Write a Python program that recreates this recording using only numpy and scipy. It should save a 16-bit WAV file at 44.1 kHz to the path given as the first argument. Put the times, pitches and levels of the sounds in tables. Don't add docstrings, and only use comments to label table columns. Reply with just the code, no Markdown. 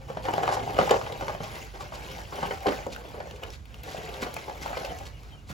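import sys
import numpy as np
from scipy import signal
from scipy.fft import rfft, irfft, next_fast_len
from scipy.io import wavfile
from scipy.ndimage import uniform_filter1d, map_coordinates

SR = 44100
rng = np.random.default_rng(int(sys.argv[2]) if len(sys.argv) > 2 else 0)


def file_out(sig):
    cols = np.atleast_2d(sig).T
    lim = np.clip(cols, -1, 1)
    pcm = np.round(lim * 32767).astype(np.int16)
    wavfile.write(sys.argv[1], SR, pcm)


N = 243873

# start_s, rise_s, end_s, relative_drum_db, relative_grit_db, shell_ring_hz
PUSHES = [(-0.02, 0.02, 0.07, -52, -58, 600), (0.07, 0.014, 0.29, -43, -53.5, 710),
          (0.215, 0.036, 0.58, -35, -44, 830), (0.58, 0.017, 0.79, -33.5, -45.5, 770),
          (0.79, 0.01, 0.96, -36, -40.5, 750), (1.0, 0.04, 1.344, -39.5, -47, 705),
          (1.4, 0.033, 1.62, -42, -45, 800), (1.73, 0.02, 1.86, -44, -49.5, 815),
          (1.91, 0.022, 2.19, -42.5, -46.5, 960), (2.2, 0.02, 2.31, -50, -48.5, 900),
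          (2.31, 0.03, 2.54, -37.5, -44.5, 900), (2.58, 0.089, 2.79, -38.5, -43.5, 756),
          (2.87, 0.02, 3.12, -47, -53, 610), (3.13, 0.013, 3.36, -45.5, -54.5, 530),
          (3.41, 0.021, 3.47, -43.5, -51.5, 540), (3.66, 0.098, 3.8, -53, -56, 540),
          (3.823, 0.038, 4.16, -40.5, -47, 540), (4.12, 0.024, 4.4, -40.5, -45.5, 563),
          (4.4, 0.037, 4.6, -44, -49.5, 770), (4.585, 0.04, 4.85, -39, -43.5, 700),
          (4.86, 0.02, 4.96, -40.5, -48.5, 720), (4.96, 0.02, 5.04, -44.5, -51, 720),
          (5.08, 0.05, 5.34, -57, -57.5, 667)]
SIDES = np.array([[1], [-1]])
TRACK_PAN = 0.1


def amp(db):
    return 10 ** (np.asarray(db) / 20)


def unit(x):
    return x / np.sqrt(np.mean(x ** 2) + 1e-20)


def along(points, hz):
    f, v = np.transpose(points)
    return np.interp(np.log(hz + 1), np.log(f + 1), v)


def wobble(rate):
    return map_coordinates(rng.standard_normal(int(N * rate / SR) + 4), [np.arange(N) * rate / SR])


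def filtered(x, response):
    n = x.shape[-1]
    m = next_fast_len(n + SR // 10)
    return irfft(rfft(x, m) * response(np.fft.rfftfreq(m, 1 / SR)), m)[..., :n]


def coloured(x, spectrum):
    return unit(filtered(x, lambda hz: amp(along(spectrum, hz))))


def grains(n, rate, spread_db):
    impulses = (rng.random(n) < rate / SR) * rng.choice([-1, 1], n)
    return impulses * amp(spread_db * np.clip(rng.standard_normal(n), -2, 2))


def add(track, start_s, sound):
    start = max(round(start_s * SR), 0)
    part = track[start:start + len(sound)]
    part += sound[:len(part)]


def distant_hum(hum_hz=53.3, drone_hz=137.9, fade_s=1.63, fade_db=15, waver_db=2.5):
    faded = (1 + np.tanh((np.arange(N) / SR - fade_s) / 0.28)) / 2
    phase = 2 * np.pi * np.cumsum(hum_hz * (1 + 0.0176 * wobble(3.97))) / SR
    hum = sum(np.sin(k * phase) * amp(db + waver_db * wobble(7.4)) for k, db in [(1, -52), (2, -46)])
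    drone_phase = 2 * np.pi * np.cumsum(drone_hz * (1 + 0.0204 * wobble(4))) / SR
    drone = np.sin(drone_phase) * amp(-47.5 + waver_db * wobble(5.15))
    return (hum + drone) * amp(-fade_db * faded)


def outdoor_rumble():
    # frequency_hz, density_db
    spectrum = [(20, -18), (35, -23), (50, 9.5), (85, 3), (150, -4), (220, -10.5), (500, -20.5),
                (1200, -25), (2800, -31.5), (4000, -34), (7000, -39.5), (16000, -48)]
    common = coloured(rng.standard_normal(N), spectrum)
    diffuse = coloured(rng.standard_normal((2, N)), spectrum)
    return amp(-46) * (common + amp(-6) * diffuse)


def bird_peeps(pitch_fall=0.045, echo_t60_s=0.12, echo_db=3):
    # start_s, length_s, level_db, initial_pitch_hz
    peeps = [(3.035, 0.065, -56, 3490), (3.238, 0.043, -63, 4400), (4.12, 0.06, -55, 3420),
             (4.87, 0.06, -55, 3150), (5.115, 0.07, -61, 2960), (5.305, 0.06, -58.5, 3200),
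             (5.36, 0.05, -62, 2900)]
    out, t = np.zeros((2, N)), np.arange(SR // 10) / SR
    for start, length, db, hz in peeps:
        progress = np.linspace(0, 1, max(int(length * SR), 64))
        phase = 2 * np.pi * np.cumsum(hz * (1 - pitch_fall * progress)) / SR
        whistle = amp(db) * np.sin(np.pi * progress) * np.sin(phase)
        for side in out:
            echo = signal.fftconvolve(whistle, rng.standard_normal(len(t)) * amp(-60 * t / echo_t60_s))
            add(side, start, whistle)
            add(side, start, amp(echo_db) * echo * np.linalg.norm(whistle) / np.linalg.norm(echo))
    return out


def shed_echo(x, spots=18, delay_s=0.003):
    # frequency_hz, t60_s
    decay = [(100, 0.21), (500, 0.32), (3000, 0.13), (12000, 0.4)]
    # frequency_hz, level_db
    reflection = [(200, -6), (600, -7.5), (1800, -1), (3000, -3.5), (5500, -2.5), (7500, -6), (10000, -33)]
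    wet = np.zeros((2, N))
    for k, stretch in enumerate(np.array_split(x, spots)):
        hz, t, noise = signal.stft(rng.standard_normal((2, SR // 3)), SR, nperseg=256)
        tails = signal.istft(noise * amp(-60 * t / along(decay, hz)[:, None]), SR, nperseg=256)[1]
        for side, tail in zip(wet, tails):
            echo = signal.fftconvolve(stretch, tail / np.linalg.norm(tail))
            add(side, k * N / spots / SR + delay_s, echo)
    return filtered(wet, lambda hz: amp(along(reflection, hz)))


def clog_scuffs(pan_right=0.068):
    # start_s, length_s, level_db, centre_hz
    scuffs = [(0.51, 0.053, -38, 5100), (1.429, 0.025, -43.5, 3280), (1.546, 0.023, -47, 2920),
              (1.794, 0.045, -48, 4250), (1.94, 0.027, -46.5, 4370), (2.914, 0.032, -43, 3600),
              (3.508, 0.061, -48.5, 3480), (3.844, 0.15, -49, 4530), (4.208, 0.041, -35.5, 2200),
              (4.622, 0.017, -42.5, 4150), (5.047, 0.035, -45.5, 3160), (5.229, 0.011, -51, 1500),
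              (5.469, 0.035, -54.5, 4400), (5.484, 0.049, -43, 1300)]
    out = np.zeros(N)
    for start, length, db, hz in scuffs:
        n = max(int(length * SR), 64)
        spectrum = [(200, -14), (hz / 2, -3), (hz, 0), (hz * 2, -7), (16000, -22)]
        sand = coloured(grains(n, rate=6500, spread_db=8.5), spectrum)
        add(out, start, amp(db) * sand * np.sqrt(np.abs(np.hanning(n))))
    return (1 - pan_right * SIDES) * out


def earth_thuds():
    # start_s, relative_level_db, centre_hz
    thuds = [(0.169, -32, 143), (0.378, -33, 151), (0.789, -21.5, 145), (0.911, -31, 151),
             (1.403, -30, 139), (2.428, -27.5, 201), (2.668, -18, 290), (2.864, -30, 255),
             (4.225, -28, 237), (5.498, -30.5, 162)]
    out, t = np.zeros(N), np.arange(SR // 5) / SR
    envelope = np.exp(-t / 0.023) * (1 - np.exp(-t / 0.001))
    for start, db, hz in thuds:
        spectrum = [(30, -25), (hz / 2, -9), (hz, 0), (hz * 1.65, -5), (hz * 3, -35), (8000, -70)]
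        earth = coloured(rng.standard_normal(len(t)), spectrum)
        add(out, start, amp(db - 18) * unit(earth * envelope))
    return out


def stone_ticks():
    # start_s, relative_level_db, pitch_hz
    ticks = [(0.336, -21, 2900), (0.437, -31, 6400), (0.745, -28, 3080), (0.828, -24.5, 3600),
             (0.871, -25, 2680), (0.908, -12.5, 3020), (0.910, -16.5, 7040), (1.013, -52, 2700),
             (1.123, -27, 3870), (1.28, -31, 2650), (2.357, -30.5, 5440), (2.631, -34, 13100),
             (2.668, -25, 2850), (2.689, -20.5, 2860), (2.866, -34.5, 6760), (2.948, -28, 1430),
             (2.962, -21.5, 1450), (3.31, -27.5, 2900), (3.36, -37.5, 2520), (3.435, -23, 2830),
             (3.503, -31, 5550), (3.655, -37, 2650), (3.743, -30.5, 2830), (3.834, -28.5, 12800),
             (4.14, -30, 3740), (4.231, -39, 2330), (4.341, -23, 12700), (4.366, -22, 2410),
             (4.775, -26, 4300), (4.849, -21.5, 2740), (4.987, -32, 7500)]
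    # frequency_hz, density_db
    snap_spectrum = [(1000, -18), (3000, 14), (6500, -11), (9000, 1), (11000, -6), (15500, 0)]
    out, t = np.zeros((2, N)), np.arange(SR // 20) / SR
    for start, db, hz in ticks:
        crack_spectrum = [(400, -24), (hz * 0.16, -8), (hz, 0), (hz * 2.1, -10), (hz * 6, -24)]
        crack = coloured(rng.standard_normal(len(t)), crack_spectrum) * np.exp(-t / 0.0022)
        ring = np.sin(2 * np.pi * hz * t) * np.exp(-t / 0.0017 * np.sqrt(hz / 2000))
        body = unit((unit(crack) + 1.3 * unit(ring)) * (1 - np.exp(-t / 0.00076)))
        snap = unit(coloured(rng.standard_normal(len(t)), snap_spectrum) * np.exp(-t / 0.0027))
        snap_db = -20.5 - db / 2
        tick = amp(db - 24) * unit(body + amp(snap_db) * snap)
        pan = TRACK_PAN * rng.uniform(-0.51, 1)
        add(out[0], start, (1 + pan) * tick)
        add(out[1], start, (1 - pan) * tick)
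    return out


def shove_levels(sag_db_per_s=4, coast_s=0.047, grit_power=0.52):
    t = np.arange(N) / SR
    drum, grit = np.full(N, amp(-77.5)), np.full(N, amp(-73))
    for start, rise, end, drum_db, grit_db, _ in PUSHES:
        speed = np.clip((t - start) / rise, 0, 1) * amp(-sag_db_per_s * (t - start - rise))
        speed *= np.exp(-np.maximum(t - end, 0) / coast_s)
        drum = np.maximum(drum, amp(drum_db) * speed)
        grit = np.maximum(grit, amp(grit_db) * speed ** grit_power)
    return 20 * np.log10(drum), 20 * np.log10(grit)


def clod_colours(x, depth_db):
    spectra = signal.stft(x, nperseg=256)[2]
    patches = uniform_filter1d(rng.standard_normal(spectra.shape), size=9, axis=0)
    patches = unit(uniform_filter1d(patches, size=7, axis=1))
    return unit(signal.istft(spectra * amp(depth_db * patches), nperseg=256)[1][:len(x)])


def crumbs(rate=300, range_db=16, centre_hz=4200, octaves=2.6, decay_cycles=7):
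    t = np.arange(SR // 100) / SR
    when, pitch, size = rng.random((int(rate * N / SR), 3)).T[:, :, None]
    hz = np.minimum(centre_hz * 2 ** (octaves * (pitch - .5)), SR / 3)
    strength = amp(range_db * size ** 2) * np.sqrt(centre_hz / hz)
    pings = strength * np.sin(2 * np.pi * hz * t) * np.exp(-hz * t / decay_cycles)
    index = (when * N).astype(int) + np.arange(len(t))
    return unit(np.bincount(index.ravel(), pings.ravel(), N)[:N])


def gravel(rate=60, range_db=12, decay_s=0.0018):
    out, t = np.zeros(N), np.arange(SR // 100) / SR
    for when, pitch, size in rng.random((int(rate * N / SR), 3)):
        hz = 1500 * 4 ** pitch
        noise = coloured(rng.standard_normal(len(t)), [(hz / 4, -14), (hz, 0), (hz * 4, -16)])
        add(out, when * N / SR, amp(range_db * size ** 2) * noise * np.exp(-t / decay_s))
    return unit(out)


def wheel_crunch(lumps):
    # frequency_hz, density_db
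    spectrum = [(300, -12), (800, 2), (1300, 3.5), (1500, 6), (1830, 4), (2150, 0.5), (3000, 1.5),
                (3600, -4.5), (5000, -6), (6800, -8), (8500, -15), (11000, -11.5), (15500, -14.5)]
    _, grit_db = shove_levels()
    t = np.arange(SR // 20) / SR
    breaks = np.abs(grains(N, rate=90, spread_db=2.5))
    crumbling = unit(1 + .7 * signal.fftconvolve(breaks, np.exp(-t / .004))[:N])
    sand = clod_colours(coloured(grains(N, rate=4500, spread_db=1.5), spectrum), depth_db=3.5)
    return (sand * crumbling + amp(-5) * crumbs() + amp(-11) * gravel()) * amp(grit_db - 4 + lumps)


def shell_ring(centre_hz, focus_db, scatter_db, dull_db_per_octave, soft_hz=870):
    # frequency_hz, level_db, t60_s
    modes = [(228, -17, 0.054), (314.6, -10.5, 0.069), (391.6, -8.5, 0.087), (430.4, -9, 0.106),
             (470, 3, 0.014), (491, -7.5, 0.094), (528.4, -5, 0.097), (594, -7.5, 0.094), (668.5, 0, 0.035),
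             (736, -7, 0.092), (783.5, 1, 0.042), (878, -2, 0.035), (943, -9, 0.081), (1082, -1.5, 0.037),
             (1450, 2, 0.01), (1978, 0.5, 0.014), (3040, -6.5, 0.035)]
    t = np.arange(SR // 8) / SR
    hz, db, t60 = np.transpose(modes)[:, :, None]
    hz = hz * (1 + 0.0229 * rng.standard_normal(hz.shape))
    db = db - focus_db * np.minimum(np.abs(np.log2(hz / centre_hz)), .7)
    db += scatter_db * rng.standard_normal(hz.shape)
    db -= dull_db_per_octave * np.maximum(np.log2(hz / soft_hz), 0)
    swing = np.sin(2 * np.pi * (hz * t + rng.random(hz.shape)))
    attack = 1 - np.exp(-t / 0.00087)
    return np.sum(amp(db - 60 * t / t60) * swing, axis=0) * attack


def rolling(lumps, contact_points=70):
    # frequency_hz, density_db
    ground_spectrum = [(30, -19), (60, -4), (105, -27.5), (150, -1), (220, -7.5), (330, -7), (500, -10),
                       (900, -54)]
    drum_db, _ = shove_levels()
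    begin, _, end, _, _, ring_hz = np.transpose(PUSHES)
    centre_hz = np.interp(np.arange(N) / SR, (begin + end) / 2, ring_hz)
    taps, drum = grains(N, rate=380, spread_db=4), np.zeros(N)
    for k, stretch in enumerate(np.array_split(taps, contact_points)):
        start = k * N // contact_points
        ring = unit(shell_ring(centre_hz[start], focus_db=5.5, scatter_db=0.5, dull_db_per_octave=4.5))
        add(drum, start / SR, signal.fftconvolve(stretch, ring))
    drum = unit(drum) * amp(drum_db - 1.5 + 0.78 * lumps)
    shudder = coloured(rng.standard_normal(N), ground_spectrum) * amp(drum_db - 10.5 + 3.3 * lumps)
    return drum + shudder


def tipper_contacts(lift_db=-15.5, lead_s=0.006, flight_s=0.024, bounce_loss_db=9.5):
    # start_s, relative_level_db, shell_ring_hz, relative_crack_db, rattle_decay_s
    bumps = [(0.087, -40.5, 720, -6.5, 0.0095), (0.101, -24, 486, -19, 0.0042),
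             (0.17, -22, 635, -17, 0.0053), (0.252, -22, 757, -10.5, 0.011),
             (0.284, -16.5, 930, -17.5, 0.0063), (0.337, -16, 820, -16.5, 0.0024),
             (0.379, -14.5, 765, -20.5, 0.004), (0.432, -14.5, 700, -16.5, 0.0055),
             (0.477, -16.5, 950, -11.5, 0.0017), (0.488, -14, 733, -15, 0.014),
             (0.524, -15, 850, -17, 0.021), (0.568, -16.5, 820, -22, 0.017), (0.766, -23, 543, -16, 0.0055),
             (0.787, -6, 547.4, -17, 0.0054), (0.797, -16.5, 770, -12, 0.0087),
             (0.811, -19.5, 905, -13, 0.0056), (0.829, -16, 526, -25, 0.0036),
             (0.874, -17.5, 838, -21, 0.0075), (0.893, -26, 832, -3, 0.0044),
             (0.91, -3.5, 485, -23.5, 0.011), (0.941, -13.5, 524, -15.5, 0.0042),
             (0.959, -20, 424, -33, .004), (1.013, -28, 560, -8, 0.0037), (1.064, -26, 890, -11.5, 0.0068),
             (1.098, -26, 480, -22, 0.0056), (1.123, -24, 477, -20, 0.0021),
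             (1.209, -27.5, 806, -9.5, 0.004), (1.222, -21.5, 544, -17, 0.012),
             (1.281, -20.5, 920, -13, 0.0026), (1.293, -22.5, 815, -17, .008),
             (1.348, -25, 706, -18.5, 0.005), (1.404, -24.5, 580, -15.5, 0.017),
             (1.807, -30, 1140, -15, 0.0033), (1.921, -29.5, 640, -12, 0.021),
             (2.324, -27, 1045, -17, 0.023), (2.427, -17.5, 896, -13, 0.019),
             (2.508, -20, 443, -14, 0.0097), (2.658, -14, 776, -27, .004),
             (2.667, -14, 457.5, -13.5, 0.0086), (2.683, -17, 500, -14, 0.0058),
             (2.72, -23.5, 504, -11.5, 0.01), (2.865, -19.5, 526, -32, 0.0037),
             (3.141, -27.5, 487, -19, 0.036), (3.179, -31, 445, -31, 0.003), (3.202, -25, 560, -15, 0.0076),
             (3.27, -31.5, 550, -22, 0.004), (3.432, -29.5, 550, -13.5, 0.0071),
             (3.945, -25, 580, -25, 0.0054), (4.227, -29.5, 505, -2.5, 0.0071),
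             (4.264, -24, 504, -14.5, 0.017), (4.365, -26.5, 890, -13.5, 0.0029),
             (4.48, -25.5, 844, -21, 0.0056), (4.496, -26.5, 848, -17, 0.0045),
             (4.659, -24, 685, -13, 0.0053), (4.729, -25, 740, -12.5, 0.025),
             (4.77, -24, 505, -12.5, 0.0049), (4.846, -24, 573, -19, 0.0065),
             (4.871, -28.5, 724, -33, .004), (5.501, -38, 540, -12, .012)]
    for start, db, *timbre in bumps:
        too_light_db = max(lift_db - db, 0)
        yield start - lead_s, db - 13.5 - too_light_db, *timbre
        for k in range(3):
            yield start + k * flight_s, db - k * (bounce_loss_db + too_light_db), *timbre


def knocks(hard_crack_db=-14.5):
    # frequency_hz, density_db
    crack_spectrum = [(300, -15), (900, 19.5), (1500, 18), (3000, 4), (4500, -0.5), (7000, -11),
                      (10000, -11), (16000, -60)]
    out, t = np.zeros(N), np.arange(SR // 5) / SR
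    bass_cut = signal.butter(2, 300, "high", fs=SR, output="sos")
    for start, db, hz, crack_db, rattle_s in tipper_contacts():
        dying = np.exp(-t / max(rattle_s, .002))
        chatter = 0.38 * grains(len(t), rate=320, spread_db=4.5) * dying
        chatter[0] = 1
        softness = max(hard_crack_db - crack_db, 0)
        shell = shell_ring(hz, focus_db=6, scatter_db=1.5, dull_db_per_octave=softness)
        ring = unit(signal.sosfilt(bass_cut, signal.fftconvolve(chatter, shell)[:len(t)]))
        panel = unit(np.sin(2 * np.pi * hz * t) * np.exp(-t / 0.0054) * (1 - np.exp(-t / 0.0019)))
        plastic = unit(ring + 0.62 * panel * np.sign(ring @ panel))
        crack = coloured(grains(len(t), rate=8100, spread_db=1), crack_spectrum)
        crack = unit(crack * dying * (1 - np.exp(-t / 0.00065)))
        add(out, start, amp(db) * (amp(-21.5) * plastic + amp(crack_db - 12.5) * crack))
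    return out


def scene():
    lumps = wobble(rate=55)
    pan = TRACK_PAN * SIDES
    grit = (1 + pan) * wheel_crunch(lumps) + (1 - pan) * wheel_crunch(lumps)
    direct = grit + clog_scuffs() + rolling(lumps) + knocks() + earth_thuds() + stone_ticks()
    return direct + shed_echo(direct.mean(axis=0)) + bird_peeps() + distant_hum() + outdoor_rumble()


def record(dry, top_hz=15900):
    # frequency_hz, left_lead_rad
    port_phase = [(0, 0), (250, .2), (700, 1.1), (1650, 2.1), (2000, 4.4), (2400, 6.9), (4200, 6.7),
                  (5600, 6.1), (7500, 6.1), (8500, 3.4), (9500, 2.9), (10400, .3), (11700, -.2),
                  (12700, -2.9), (13700, -3.3), (14600, -6.1)]
    # frequency_hz, left_minus_right_db
    port_balance = [(60, -3.5), (250, -2.5), (500, -0.5), (900, 3), (1600, -2), (3000, 3), (5200, 2),
                    (7500, 0.5)]
    gain = lambda hz: amp(SIDES / 2 * along(port_balance, hz))
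    phase = lambda hz: SIDES / 2 * np.interp(hz, *np.transpose(port_phase))
    ports = filtered(dry, lambda hz: gain(hz) * np.exp(1j * phase(hz)))
    return filtered(ports, lambda hz: hz < top_hz)


dry = scene()
out = record(dry)
file_out(out)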